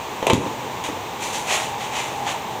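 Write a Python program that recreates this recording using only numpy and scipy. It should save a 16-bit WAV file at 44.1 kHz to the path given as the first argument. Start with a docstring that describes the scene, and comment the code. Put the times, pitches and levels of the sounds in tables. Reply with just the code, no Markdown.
"""An extractor fan rushes throughout in a small bathroom, under a thin electrical whine.
A plastic litter pan is dropped into another: the rims clack and ring, then the bottom thuds home
and the room booms. A hand grips the stack with two light knocks, lifts it and rocks it, so that
loose litter slides from side to side in swishes of tiny collisions. A hollow hum swells while
the pan is held up, and three thin tones join it and stay to the end."""
import sys
import numpy as np
from scipy import signal
from scipy.fft import rfft, irfft, next_fast_len
from scipy.io import wavfile
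from scipy.ndimage import uniform_filter1d, minimum_filter1d

SR = 44100
rng = np.random.default_rng(int(sys.argv[2]) if len(sys.argv) > 2 else 0)


def int16_out(signal):
    """Quantize to a 16-bit WAV file."""
    q = np.round(np.clip(np.atleast_2d(signal).T, -1, 1) * 32767)
    wavfile.write(sys.argv[1], SR, q.astype(np.int16))


N = 114660
TIME = np.arange(N) / SR


def amp(db):
    """Amplitude ratio of a level in decibels."""
    return 10 ** (np.asarray(db) / 20)


def unit(x):
    """Normalisation to rms 1."""
    return x / np.sqrt(np.mean(x ** 2) + 1e-20)


def along(points, hz):
    """Interpolation of (f, value) points on a logarithmic frequency axis."""
    f, values = np.transpose(points)
    return np.interp(np.log(hz + 1), np.log(f + 1), values)


def fade(t, t60):
    """Exponential decay, by 60 dB in t60 seconds."""
    return np.exp(-np.log(1000) * t / t60)


def sine(t, hz):
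    """Simple harmonic motion with a random phase."""
    return np.sin(2 * np.pi * (hz * t + rng.random()))


def filtered(x, response):
    """Linear filtering: the spectrum is multiplied by a frequency response."""
    size = next_fast_len(len(x) + SR // 4)
    return irfft(rfft(x, size) * response(np.fft.rfftfreq(size, 1 / SR)), size)[:len(x)]


def coloured(x, spectrum):
    """Spectral shaping by (f, level) points, at rms 1."""
    return unit(filtered(x, lambda hz: amp(along(spectrum, hz))))


def noise(samples, spectrum):
    """Gaussian noise with a given spectral envelope, at rms 1."""
    return coloured(rng.standard_normal(samples), spectrum)


def narrow(centre_hz, half_width_hz):
    """Resonance: one narrow band selected from white noise, at rms 1."""
    white = rng.standard_normal(N)
    return unit(filtered(white, lambda hz: 1 / (1 + ((hz - centre_hz) / half_width_hz) ** 2)))


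def add(track, start, sound):
    """Superposition of a sound on a track, from a start time in seconds."""
    i = round(start * SR)
    track[i:i + len(sound)] += sound[:N - i]


# reverberation time of the bathroom (f/Hz, T60/s)
ROOM_DECAY = [(100, 0.15), (280, 0.32), (900, 0.6), (3000, .25), (12000, 0.27)]

def bathroom(x, wet_db, wall_delay_s=0.005):
    """Reverberation: reflections from close walls form a diffuse tail, each band with its own decay."""
    hz, t, bands = signal.stft(rng.standard_normal(SR // 2), SR, nperseg=256)
    tail = signal.istft(bands * fade(t, along(ROOM_DECAY, hz)[:, None]), SR)[1]
    tail = np.pad(tail / np.linalg.norm(tail), (round(wall_delay_s * SR), 0))
    return x + amp(wet_db) * signal.fftconvolve(x, tail)[:len(x)]


# spectrum of the fan's rush (f/Hz, level/dB)
FAN_SPECTRUM = [(15, -50), (30, -29), (55, -16.5), (84, -12), (130, -5.5), (166, -12), (236, -7.5),
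                (309, -9.5), (430, -6), (560, -8.5), (700, -9.5), (800, -2.5), (900, -1), (1050, -6.5),
                (1170, -9), (1300, -17), (1550, -16.5), (2100, -15.5), (2550, -15.5), (3700, -18.5),
                (4300, -24), (5000, -28), (6100, -23.5), (7000, -24), (8200, -29.5), (10000, -37.5),
                (12500, -42), (14500, -43), (15800, -44)]

def fan(level_db=-30):
    """Turbulence: steadily moving air radiates stationary broadband noise."""
    return amp(level_db) * noise(N, FAN_SPECTRUM)


def whine(hz=14947, tone_db=-51, skirt_db=-74):
    """Line broadening: a skirt of noise makes a pure electrical tone slightly fuzzy."""
    tone = amp(tone_db) * np.sqrt(2) * np.sin(2 * np.pi * hz * TIME)
    return tone + amp(skirt_db) * narrow(hz, half_width_hz=160)


# envelope of the hollow hum (t/s, level/dB)
HUM_ENVELOPE = [(0, -52), (1.05, -36.5), (1.17, -38), (1.45, -35), (1.62, -37), (1.85, -42), (2.08, -47),
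                (2.23, -27.5), (2.36, -36), (2.6, -67)]
# thin steady tones that join it (onset t/s, f/Hz, level/dB)
HUM_TONES = [(1.4, 807.5, -37.5), (1.1, 874, -43), (1.7, 761, -44)]

def hollow_hum(tone_rise_s=0.38):
    """Narrow-band noise is heard as a hollow pitch; it swells and ebbs as pure tones enter near it."""
    tones = sum(amp(db) * np.clip((TIME - onset) / tone_rise_s, 0, 1) * np.sqrt(2) * sine(TIME, hz)
                for onset, hz, db in HUM_TONES)
    envelope = amp(np.interp(TIME, *np.transpose(HUM_ENVELOPE)))
    return envelope * narrow(centre_hz=837, half_width_hz=82) + tones


def grains(spectrum, hits_per_s=9000, spread_db=3.5):
    """Shot noise: countless independent collisions of uneven size."""
    hits = rng.random(N) < hits_per_s / SR
    size = amp(spread_db * np.minimum(rng.exponential(size=N), 5))
    return coloured(hits * size * rng.choice([-1, 1], N), spectrum)


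# slides of litter (peak t/s, level/dB, rise t/s, fall t/s, fizz level/dB relative to the scrape)
LITTER_SLIDES = [(0.341, -21.5, 0.0083, 0.095, -4.5), (0.849, -31, 0.0066, 0.071, -3),
                 (1.243, -32, .035, 0.24, 0), (1.35, -32.5, 0.023, 0.097, 4),
                 (1.512, -24, 0.033, 0.16, -18), (1.55, -25, 0.072, 0.1, -1),
                 (1.64, -31.5, 0.032, 0.099, -3.5), (1.825, -33, 0.036, .16, -6.5),
                 (1.986, -27, 0.058, 0.12, -7.5), (2.07, -38, 0.094, 0.27, -2.5),
                 (2.288, -25, 0.028, 0.078, -11.5), (2.315, -38.5, 0.033, 0.059, 2.5)]
# spectra of litter scraping the plastic, and of grain fizzing on grain (f/Hz, level/dB)
SCRAPE_SPECTRUM = [(150, -35), (400, -12.5), (600, -3), (900, -1.5), (1200, -5), (1500, -10.5),
                   (2000, -3.5), (2600, -2.5), (3700, -7.5), (4800, -19.5), (7000, -14.5), (12000, -56)]
FIZZ_SPECTRUM = [(1000, -20), (3000, -8), (4000, -7), (5100, -14), (6100, -4), (7000, -4.5), (8200, -10),
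                 (10000, -16), (13000, -22.5), (16000, -35)]

def litter():
    """Granular flow: slides gather speed and trickle out; being incoherent, they add in power."""
    scrape_power, fizz_power = np.zeros(N), np.zeros(N)
    for peak, db, rise, fall, fizz_db in LITTER_SLIDES:
        before, after = np.minimum(TIME - peak, 0), np.maximum(TIME - peak, 0)
        flow = amp(db) * np.exp(-(before / rise) ** 2 - 2 * after / fall)
        scrape_power += flow ** 2
        fizz_power += (flow * amp(fizz_db)) ** 2
    scrape = np.sqrt(scrape_power) * grains(SCRAPE_SPECTRUM)
    fizz = np.sqrt(fizz_power) * grains(FIZZ_SPECTRUM)
    return bathroom(scrape + fizz, wet_db=-7)


# pushes on the floor (t/s, level/dB, half length t/s, boom level/dB relative to the push)
FLOOR_PUSHES = [(0.271, -29, 0.00063, -1), (0.302, -14, 0.00095, -10), (0.3342, 4, 0.00083, -17.5)]
# spectrum of the small room's boom (f/Hz, level/dB)
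BOOM_SPECTRUM = [(40, -30), (80, 5), (130, 3), (190, 1), (270, 1), (400, -3), (800, -16)]

def thuds(boom_t60_s=0.27):
    """Impulse response: stopping the weight sends out one low pressure pulse, and the room booms."""
    out = np.zeros(N)
    for centre, db, half_length, boom_db in FLOOR_PUSHES:
        u = (TIME - centre) / half_length
        push = amp(db) * u * np.exp((1 - u * u) / 2)  # derivative of a Gaussian
        tail = noise(SR, BOOM_SPECTRUM) * fade(TIME[:SR], boom_t60_s)
        boom = signal.fftconvolve(push, tail / np.linalg.norm(tail))[:N]
        out += push + amp(boom_db) * boom
    return out


# contacts of the pans (t/s, ring level/dB, crack level/dB, snap level/dB,
# most strongly excited f/Hz, fraction of the free ring time)
PAN_CONTACTS = [(0.227, -13.5, -30, -50, 760, 0.69), (.268, -7.5, -16.5, -16.5, 557, 0.49),
                (0.277, -8, -24, -40, 970, 0.96), (0.2995, 0, -10.5, -17, 1110, 1),
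                (.3035, -4.5, -9, -31, 506, 0.97), (.334, -4, -13.5, -10, 270, 0.67),
                (0.377, -6.5, -38, -50, 288, 0.88), (.839, -40, -28, -27, 1000, 0.36),
                (0.888, -15.5, -34, -45, 402, 0.34)]
# modes of the loaded pan (f/Hz, level/dB, T60/s)
PAN_MODES = [(128, 12, 0.067), (193, -16, 0.13), (250, -12.5, .33), (292.5, -5.5, 0.19), (373, 5, 0.03),
             (457, -1.5, 0.06), (545, -5, .07), (641, -2, 0.037), (884, -4, 0.051), (955, -5, 0.035),
             (1020, -9.5, 0.094)]
# spectra of a rim's crack and of its brighter snap (f/Hz, level/dB)
CRACK_SPECTRUM = [(40, -33), (200, -4), (600, 5), (1000, 4.5), (1500, -6), (2000, 2), (2600, 4),
                  (3700, 0.5), (4900, -15.5), (6700, -6), (9500, -23.5), (15500, -43)]
SNAP_SPECTRUM = [(1500, -21), (3000, 0), (4900, -8), (6800, 4), (9500, -9), (15500, -18)]

def knocks(contact_octaves=0.78, rattle_db=-7):
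    """Impact excitation: each contact cracks, rings the modes near its pitch and jolts the litter."""
    out, t = np.zeros(N), TIME[:SR // 2]
    crack_envelope = fade(t, t60=0.031) + amp(rattle_db) * fade(t, t60=0.12)  # the litter rattles on
    for start, ring_db, crack_db, snap_db, contact_hz, ring_fraction in PAN_CONTACTS:
        ring = np.zeros(len(t))
        for hz, db, t60 in PAN_MODES:
            excitation = 1 / (1 + (np.log2(hz / contact_hz) / contact_octaves) ** 4)
            ring += amp(db) * excitation * fade(t, t60 * ring_fraction) * sine(t, hz)
        ring *= 1 - np.exp(-(t * contact_hz * 2) ** 2)  # builds up in about half a period
        crack = noise(len(t), CRACK_SPECTRUM) * crack_envelope
        snap = noise(len(t), SNAP_SPECTRUM) * fade(t, t60=0.018)
        knock = amp(ring_db) * ring + amp(crack_db) * crack + amp(snap_db) * snap
        add(out, start, bathroom(knock, wet_db=-4.5))
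    return out


def limited(x, ceiling_db=-3, hold_s=0.05, release_db_per_s=130):
    """Peak limiting: the gain drops just ahead of a loud peak, holds, then recovers steadily."""
    needed_db = np.minimum(ceiling_db - 20 * np.log10(np.abs(x) + 1e-9), 0)
    hold, ahead = round(hold_s * SR), SR // 2000
    held_db = minimum_filter1d(needed_db, hold, origin=hold // 2 - ahead)
    recovery_db = release_db_per_s * TIME
    gain_db = np.minimum.accumulate(held_db - recovery_db) + recovery_db
    return x * amp(uniform_filter1d(gain_db, ahead))


def scene():
    """Superposition: the pressures of all sources add in one channel."""
    return (knocks() + thuds() + litter() + hollow_hum() + fan() + whine())[None]


def record(dry):
    """Peak and band limiting: the blows are held down and the highest treble is cut off."""
    return filtered(limited(dry[0]), lambda hz: hz < 15950)[None]


dry = scene()
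out = record(dry)
int16_out(out)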